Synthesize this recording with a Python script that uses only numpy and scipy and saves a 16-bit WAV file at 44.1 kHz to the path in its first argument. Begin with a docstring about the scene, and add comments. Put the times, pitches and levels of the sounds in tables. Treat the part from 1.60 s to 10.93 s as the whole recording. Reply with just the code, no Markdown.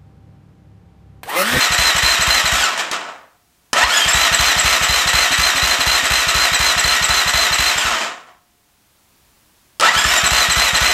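"""Starter gears whine and rattle as they crank a single-cylinder motorcycle engine that never fires.
Random tooth clicks excite crankcase modes and a harmonic series follows the tooth rate; each engine
cycle modulates both. Valve puffs excite exhaust-pipe modes, air whistles through gaps, gears clack
taking up slack. Between attempts the gears coast down to the filtered noise of the workshop hush."""
import sys
import numpy as np
from scipy import signal
from scipy.fft import rfft, irfft, next_fast_len
from scipy.io import wavfile
from scipy.ndimage import uniform_filter1d

SR = 44100
rng = np.random.default_rng(int(sys.argv[2]) if len(sys.argv) > 2 else 0)


def output_pcm(signal):
    """Save a mono or channel-first signal as 16-bit PCM at the path in sys.argv[1].

    Samples are clipped to [-1, 1] before scaling.
    """
    pcm = np.clip(np.atleast_2d(signal).T, -1, 1) * 32767
    wavfile.write(sys.argv[1], SR, np.round(pcm).astype(np.int16))


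N = 411453  # samples


def gain_of(db):
    """Decibel law: 20 dB is a factor of ten in amplitude."""
    return 10 ** (np.asarray(db) / 20)


def unit_rms(x):
    """Normalization: scales a signal to unit root-mean-square amplitude."""
    return x / np.sqrt(np.mean(x ** 2) + 1e-20)


def add(mix, start_s, sound):
    """Superposition: sums a sound into the mix in place, cropped at both ends."""
    at = round(start_s * SR)
    part = mix[max(at, 0):][:len(sound) + min(at, 0)]
    part += sound[max(-at, 0):][:len(part)]


def colour(x, points):
    """Spectral shaping: multiplies the spectrum by a gain curve of (Hz, dB) points over log frequency."""
    point_hz, point_db = np.transpose(points)
    size = next_fast_len(len(x))
    hz = np.fft.rfftfreq(size, 1 / SR)
    curve_db = np.interp(np.log(hz + 1), np.log(point_hz + 1), point_db)
    return irfft(rfft(x, size) * gain_of(curve_db), size)[:len(x)]


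def wander(count, hz):
    """Low-passed noise: random drift of rms 1, slower than the given cutoff."""
    return unit_rms(signal.lfilter(*signal.butter(2, hz, fs=SR), rng.standard_normal(count)))


def filtered(x, order, edge_hz, kind="low"):
    """Band limiting: a causal Butterworth filter."""
    return signal.sosfilt(signal.butter(order, edge_hz, kind, fs=SR, output="sos"), x)


def filtered_in_phase(x, edge_hz, kind="low"):
    """Zero-phase filtering: forward and backward passes, so bands can be subtracted."""
    return signal.sosfiltfilt(signal.butter(2, edge_hz, kind, fs=SR, output="sos"), x)


# spectrum of the workshop background noise: frequency_hz, relative_density_db (per Hz)
HUSH_SPECTRUM = [(25, -13), (55, -1.5), (141, -6.5), (290, -9), (480, -14.5), (900, -12.5), (1500, -15),
                 (16000, -20.5)]
HUSH_DB = -60.3  # rms before the gain control


def hush():
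    """Stationary noise: the background is random pressure with a fixed spectrum."""
    return gain_of(HUSH_DB) * unit_rms(colour(rng.standard_normal(N), HUSH_SPECTRUM))


def shop_reverberation(x):
    """Diffuse reverberation: sparse taps of random sign decay, the treble soonest."""
    taps, spacing = np.zeros(SR // 2), 20  # spacing in samples
    at = np.arange(spacing * spacing, len(taps) - spacing, spacing)
    taps[at + rng.integers(0, spacing, len(at))] = rng.choice([-1., 1.], len(at))
    hz, t, spectrum = signal.stft(taps, SR)
    t60 = np.interp(hz, [300, 2000, 8000], [.35, .3, .2])[:, None]
    tail = signal.istft(spectrum * gain_of(-60 * t / t60), SR)[1]
    return signal.oaconvolve(x, tail / np.linalg.norm(tail))[:N]


# a part that rings on after the gears: frequency_hz, relative_level_db, t60_s
LONG_RING = (711, -53.5, 1.9)


def ring_on(x):
    """Sympathetic resonance: the gears shake one lightly damped mode."""
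    hz, db, t60 = LONG_RING
    radius = gain_of(-60 / t60 / SR)
    poles = [1, -2 * radius * np.cos(2 * np.pi * hz / SR), radius * radius]
    return gain_of(db) * signal.lfilter([1], poles, np.gradient(x)) / 20


# starter presses: press_s, release_s, spin_up_time_scale, first_compression_sag_hz,
# coasting_rattle_db, rattle_starts_to_die_s
ATTEMPTS = [(-1, .9, 1, 0, -26, 1.49), (2.131, 6.1, 1, 130, -17.5, 6.44), (8.198, 10, .86, 15, -20, 10.4)]


def attempt_at(s):
    """Event order: the latest press at or before s governs."""
    return [a for a in ATTEMPTS if a[0] <= s][-1]


# spin-up shared by every press: since_press_s (before time scaling), tooth_rate_hz (before sag),
# rattle_db, whine_db (both relative to cranking level)
SPIN_UP = [(0, 390, -8, -12), (.04, 640, 4.5, -4), (.108, 970, 1.5, 1), (.125, 1050, -5, -6),
           (.16, 1310, -2.5, -5), (.21, 1670, -1, 3.5), (.33, 1760, 0, -2), (.43, 1925, -.5, 0),
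           (.53, 2000, 0, 0)]
# run-down shared by every release: since_release_s, tooth_rate_hz, whine_db (relative to cranking level)
RUN_DOWN = [(0, 2000, 0), (.075, 1770, -10), (.12, 1600, 2), (.165, 1310, 0), (.21, 1090, -13),
            (.3, 880, -22), (.4, 750, -35), (.85, 200, -80)]
FIRST_SQUEEZE_S, SQUEEZE_WIDTH_S = .32, .06  # first compression, in time-scaled seconds


def tooth_rate(t, press_s, release_s, time_scale, sag_hz):
    """Rotor inertia: speed builds after the press, sags at first compression, runs down after release."""
    up, down = np.transpose(SPIN_UP), np.transpose(RUN_DOWN)
    since = (t - press_s) / time_scale
    sag = sag_hz * np.exp(-((since - FIRST_SQUEEZE_S) / SQUEEZE_WIDTH_S) ** 2)
    driven_hz = np.interp(since, up[0], up[1]) - sag
    return np.minimum(driven_hz, np.interp(t - release_s, down[0], down[1]))


FULL_HZ = 2000  # tooth rate at cranking speed


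def pace_at(s):
    """Speed ratio: the tooth rate as a share of full cranking speed."""
    return tooth_rate(s, *attempt_at(s)[:4]) / FULL_HZ


# engine cycles: exhaust_thump_s, preceding_whistle_db (relative)
BEATS = [(0.19, -17), (0.435, -17), (0.679, -14), (0.927, -17), (2.549, -14.5), (2.8, -12.5), (3.049, -12),
         (3.297, -16), (3.543, -14), (3.789, -17.5), (4.03, -18.5), (4.271, -26), (4.512, -20),
         (4.754, -19), (5.002, -15), (5.249, -15), (5.498, -12.5), (5.746, -17.5), (5.995, -14.5),
         (6.252, -17.5), (8.455, -17.5), (8.719, -12), (8.971, -12.5), (9.217, -18)]


def crank_angle(t):
    """Phase interpolation: share of the cycle since the last thump, with one cycle added around each run."""
    s = np.array(BEATS)[:, 0]
    runs = np.split(s, np.where(np.diff(s) > 1)[0] + 1)
    s = np.concatenate([np.r_[2 * r[0] - r[1], r, 2 * r[-1] - r[-2]] for r in runs])
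    return np.interp(t, s, np.arange(len(s))) % 1


# throttle: time_s, opening (0-1)
THROTTLE = [(3.55, .12), (3.78, .95), (4.52, .88), (4.76, .2), (5.3, .06)]


def throttle_at(s):
    """Linear interpolation: the throttle moves steadily between set openings."""
    return np.interp(s, *np.transpose(THROTTLE))


# exhaust-pipe modes: frequency_hz, relative_level_db, t60_s
PIPE = [(58, -1.5, 0.12), (114, 0, 0.027), (159.7, -8, 0.15)]


def puff(peak_db, width_s, bass_db):
    """Pipe resonance: a gulp of air through a valve sucks first, then excites the pipe modes."""
    t = np.arange(0, .25, 1 / SR)
    ring = np.zeros(len(t))
    for hz, mode_db, t60 in PIPE:
        level_db = mode_db + bass_db * (hz < 80)
        ring -= gain_of(level_db - 60 * t / t60) * np.cos(2 * np.pi * hz * t)
    gulp = np.hanning(round(width_s * SR))
    out = filtered(signal.oaconvolve(ring, gulp), 2, 48, "high")
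    return gain_of(peak_db) * out / abs(out).max()


# puff as the piston starts to move: start_s, peak_db
FIRST_PUFF = (2.239, -22)
# air box resonance: frequency_hz, t60_s
AIRBOX = (265, 0.14)
# thump peak, its weakening while the press lasts, and its drop for a total loss of speed
THUMP_DB, THUMP_TIRE_DB_PER_S, THUMP_SLOW_DB = -14.3, .85, 16


def valves():
    """Periodic gas exchange: a lesser puff, exhaust thump and soft after-push; throttle rings the air box."""
    out, t = np.zeros(N), np.arange(0, .12, 1 / SR)
    box_hz, box_t60 = AIRBOX
    box = np.sin(2 * np.pi * box_hz * t) * gain_of(-60 * t / box_t60) * np.minimum(t / 0.006, 1)
    first_s, first_db = FIRST_PUFF
    add(out, first_s - .006, puff(first_db, 0.012, 2.1))
    for s, _ in BEATS:
        tired_db = THUMP_TIRE_DB_PER_S * (s - attempt_at(s)[0])
        thump_db = THUMP_DB - tired_db - THUMP_SLOW_DB * (1 - pace_at(s))
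        throttle = throttle_at(s)
        lead = (.084 - 0.00643 * throttle) / np.sqrt(pace_at(s - .04))
        add(out, s - .004, puff(thump_db, 0.0076, 0))
        add(out, s - lead - .003, puff(thump_db - 2.5 - 9 * throttle, .006, -3.5))
        add(out, s + .062, puff(thump_db - 14, .013, 5))
        add(out, s - lead - .008, gain_of(-24.5) * throttle * box)
    return out


# lead over the thump and pitch at full speed; rise in pitch for a fully open throttle
SQUEAK_LEAD_S, SQUEAK_HZ, SQUEAK_OPEN_HZ = .052, 7650, 230


def cycle_squeaks():
    """Speed scaling: a whistle leads each thump, earlier and lower when the crank is slow."""
    for s, db in BEATS:
        lead = SQUEAK_LEAD_S / pace_at(s - SQUEAK_LEAD_S / 2)
        pitch_hz = SQUEAK_HZ * pace_at(s - lead) ** .15 + SQUEAK_OPEN_HZ * throttle_at(s)
        yield s - lead, db, pitch_hz


# whistles between cycles while the speed changes: time_s, relative_level_db, nominal_pitch_hz
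SQUEAKS = [(1.04, -19.5, 7270), (2.374, -12, 6860), (2.537, -12, 7600), (8.441, -17, 7280),
           (8.578, -15, 7200), (8.725, -20, 7760)]


def squeaks():
    """Flow whistle: air forced through a gap sounds quickly, slides down in pitch and fades."""
    out, t = np.zeros(N), np.arange(round(.06 * SR)) / SR
    burst = (t / 0.0052) ** 2 * np.exp(2 - 2 * t / 0.0058)
    shape = burst + 0.24 * np.sin(np.pi * t / t[-1])
    for s, db, hz in SQUEAKS + list(cycle_squeaks()):
        slide_hz = hz * (1 + .05 * np.exp(-t / 0.00417) - 0.34 * t)
        rough = 1 + .5 * wander(len(t), hz=200)
        tone = np.sin(2 * np.pi * np.cumsum(slide_hz) / SR)
        add(out, s - .006, gain_of(db - 1.5) * shape * rough * tone)
    return out


# modes of crankcase and covers: frequency_hz, width_hz, relative_level_db
CASE = [(672, 20, -8), (734, 20, -2.5), (1328, 18, 3), (1497, 46, -1), (1910, 240, -5), (3200, 90, -7.5),
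        (3770, 24, -21), (4125, 70, -11.5), (5330, 120, -11.5), (5810, 67, -20), (6170, 17, -11),
        (7240, 57, -13), (7430, 110, -11.5), (8110, 67, -16), (12400, 600, -19.5), (13700, 107, -25)]


def case_ring(seconds=.08):
    """Modal superposition: the case impulse response sums damped modes, wider ones dying sooner."""
    t = np.arange(round(seconds * SR)) / SR
    ring = np.zeros(len(t))
    for hz, width, db in CASE:
        peak = gain_of(db) * 2 * np.pi * width / SR  # keeps the spectral peak independent of width
        ring += peak * np.exp(-np.pi * width * t) * np.sin(2 * np.pi * hz * t)
    return ring


def through_case(x):
    """Linear response: convolution with the impulse response of the case."""
    return signal.oaconvolve(x, case_ring())[:len(x)]


# gears take up slack: start_s, relative_level_db, t60_s, loosened_rattle_db
CLACKS = [(1.176, -21, 0.065, -11), (1.314, -15.5, 0.04, -13), (2.131, -9.5, 0.046, -30),
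          (6.67, -52, .05, -36), (8.198, -14, 0.04, -30), (8.209, -10, .03, -30)]
# spectrum of the contact burst: frequency_hz, relative_density_db (per Hz)
CLACK_SPECTRUM = [(150, -20), (300, -3), (520, -12), (1200, 0), (5150, -0.5), (9080, -4.5), (16000, -30)]


def clacks():
    """Impact excitation: a sudden decaying burst of metal contact also rings the case."""
    out, t = np.zeros(N), np.arange(0, .12, 1 / SR)
    for s, db, t60, _ in CLACKS:
        noise = unit_rms(colour(rng.standard_normal(len(t)), CLACK_SPECTRUM))
        burst = noise * gain_of(db - 60 * t / t60)
        add(out, s, burst + 3 * through_case(burst))
    return out


RATTLE_DB, WHINE_DB = -15.2, -17.8  # relative levels at cranking speed
TIRE_DB_PER_S = .4  # gears weaken as the battery tires
SHAKE_RISE_S, SHAKE_DB_PER_S = .02, 170  # rattle shaken loose by a clack: rise and decay
SETTLE_AFTER_S, SETTLE_S = .15, .17  # after release the rattle moves to its coasting level
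DIE_DB_PER_S, DIE_DB_PER_S2 = 92, 100  # then it dies ever faster


def course(press_s, release_s, time_scale, sag_hz, coast_db, die_s):
    """Energy addition: times, tooth rate, rattle dB and whine dB, with loosened rattle summed as power."""
    up, down = np.transpose(SPIN_UP), np.transpose(RUN_DOWN)
    t = np.arange(max(press_s, 0), min(release_s + 1, N / SR), 1 / SR)
    since_press = (t - press_s) / time_scale
    tired_db = -TIRE_DB_PER_S * (np.minimum(t, release_s) - press_s)
    settled = np.clip((t - release_s - SETTLE_AFTER_S) / SETTLE_S, 0, 1)
    driven_db = RATTLE_DB + tired_db + np.interp(since_press, up[0], up[2])
    dying = np.maximum(t - die_s, 0)
    died_db = dying * (DIE_DB_PER_S + DIE_DB_PER_S2 * dying)
    power = gain_of(driven_db + settled * (coast_db - driven_db) - died_db) ** 2
    for s, _, _, shake_db in CLACKS:
        since = np.maximum(t - s, 0)
        rise = np.minimum(since / SHAKE_RISE_S, 1)
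        power = power + (rise * gain_of(shake_db - SHAKE_DB_PER_S * since)) ** 2
    whine_db = WHINE_DB + tired_db + np.interp(since_press, up[0], up[3])
    whine_db = whine_db + np.interp(t - release_s, down[0], down[2])
    return t, tooth_rate(t, press_s, release_s, time_scale, sag_hz), 10 * np.log10(power), whine_db


# one engine cycle from the exhaust thump: cycle_share, tooth_load_db, speed_factor
CYCLE = [(0.02, 0, 1.01), (.33, 1, 1.035), (.49, 0, .96), (.57, -7, .935), (.69, -9.5, .93),
         (.72, 1.5, 1.045), (.83, -2, .97), (.94, -11.5, .95), (.96, 1, 1.02)]
# load ripples after the thump; all but the level are shares of the cycle
SHUDDER_DB, SHUDDER_SHARE, SHUDDER_FIRST, SHUDDER_FADE = 3.5, .073, .047, .35


def cycle_load(t, hz):
    """Cyclic modulation: tooth load in dB and the tooth rate as compression varies the speed."""
    grip = np.clip((hz - 1400) / 550, 0, 1)  # the cycle shows once the crank is up to speed
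    share, load_db, speed = np.transpose(CYCLE)
    angle = crank_angle(t)
    ripple = np.cos(2 * np.pi * (angle - SHUDDER_FIRST) / SHUDDER_SHARE)
    shudder_db = SHUDDER_DB * ripple * np.exp(-(angle / SHUDDER_FADE) ** 2)
    load_db = grip * (np.interp(angle, share, load_db, period=1) + shudder_db)
    return load_db, hz * (1 + grip * (np.interp(angle, share, speed, period=1) - 1))


# broad rattle spectrum under the case rings: frequency_hz, relative_density_db (per Hz)
RATTLE_SPECTRUM = [(110, -55), (220, -28), (450, -33), (700, -5.5), (1200, -2.5), (2200, 2.5), (3400, -1),
                   (4700, -7), (8300, -6.5), (9300, -19.5), (13000, -17), (16000, -28)]


def gear_rattle(load_db, bright_db):
    """Random impact noise: loose teeth click into the case; load and brightness weight four bands."""
    count = len(load_db)
    struck = rng.random(count) < .35
    clicks = struck * rng.standard_normal(count) * gain_of(1.15 * rng.exponential(1, count))
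    clicks = clicks * gain_of(.8 * wander(count, hz=70))  # flutter
    broad = unit_rms(colour(clicks, RATTLE_SPECTRUM))
    rattle = unit_rms(broad + gain_of(-7.5) * unit_rms(through_case(clicks)))
    treble = filtered_in_phase(rattle, 4500, "high")
    top = filtered_in_phase(rattle, 9000, "high")
    low = filtered_in_phase(rattle, 1300)
    return (low * gain_of(.5 * load_db - 0.1 * bright_db)
            + (rattle - treble - low) * gain_of(0.33 * load_db + .5 * bright_db)
            + (treble - top) * gain_of(0.65 * load_db + .5 * bright_db)
            + top * gain_of(0.85 * load_db + 1.7 * bright_db))


def broken(turns):
    """Random quadrature modulation: uneven teeth break a tone into short flares."""
    a, b = wander(len(turns), hz=44.7), wander(len(turns), hz=44)
    return (.6 + .55 * a) * np.sin(2 * np.pi * turns) + .55 * b * np.cos(2 * np.pi * turns)


# harmonics of the tooth rate: multiple, at_speed_db, hauling_from_low_speed_db (relative)
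WHINE = [(1, -7, 2), (2, -1, 2), (3, -5, -3), (4, -9, -3), (5, -12, -6), (6, -10, -12), (7, -13, -14)]


def gear_whine(meshing_hz, slow_hz, level_db):
    """Gear meshing: harmonics of a wavering tooth rate sound directly and through the case modes."""
    wobble = 1 + 0.00605 * wander(len(meshing_hz), hz=100)
    turns = np.cumsum(meshing_hz * wobble) / SR
    heave = np.clip(3.5 - slow_hz / 420, 0, 1)  # hauling from low speed, the low multiples growl
    teeth = sum(gain_of(db + heave * (haul_db - db)) * broken(k * turns) for k, db, haul_db in WHINE)
    teeth = teeth * gain_of(level_db)
    direct = filtered(teeth, 2, [720, 5400], "band")
    whine = .7 * direct + 3.3 * through_case(teeth)  # loud where a harmonic meets a mode
    return whine + gain_of(-11) * filtered(teeth, 4, 5200, "high")  # thin overtones


def gears(t, hz, rattle_db, whine_db):
    """Load-dependent contact: start time and sound of clicking loose teeth and whining loaded teeth."""
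    load_db, cyclic_hz = cycle_load(t, hz)
    coasting = np.clip((-13 - rattle_db) / 15, 0, 1)
    # slow, unloaded teeth strike softly: duller
    bright_db = np.log2(np.minimum(hz / 1900, 1)) * (4 + 9 * coasting)
    rattle = gain_of(rattle_db) * gear_rattle(load_db, bright_db)
    # the growl follows the cyclic speed as well
    whine = gear_whine(cyclic_hz, cyclic_hz, whine_db + .8 * load_db)
    return t[0], filtered(rattle + whine, 2, 230, "high")


def scene():
    """Superposition: metal and whistles, their reverberation and long ring, valve puffs and hush."""
    metal = clacks() + squeaks()
    for attempt in ATTEMPTS:
        add(metal, *gears(*course(*attempt)))
    reverberation = gain_of(-10.5) * shop_reverberation(metal)
    return (metal + reverberation + ring_on(metal) + valves() + hush())[None]


EDGE_HZ = 15850  # upper band limit


def record(dry):
    """Automatic gain: creeps up in quiet moments and drops at once; peaks clip; then the band limit."""
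    power_db = 10 * np.log10(abs(uniform_filter1d(dry[0] ** 2, size=300)) + 1e-12)
    climb_db = np.arange(N) * 5.8 / SR  # 5.8 dB a second
    room_db = np.maximum(-48.5 - power_db, 0)
    lift_db = np.minimum.accumulate(room_db * 3 - climb_db) + climb_db
    lift_db = np.minimum(lift_db, 5)
    loud = np.clip(dry * gain_of(lift_db), -1, 1)
    band_limit = signal.firwin(511, EDGE_HZ, window=("kaiser", 11), fs=SR)
    return signal.oaconvolve(loud, band_limit[None], "same")


dry = scene()
out = record(dry)
output_pcm(out)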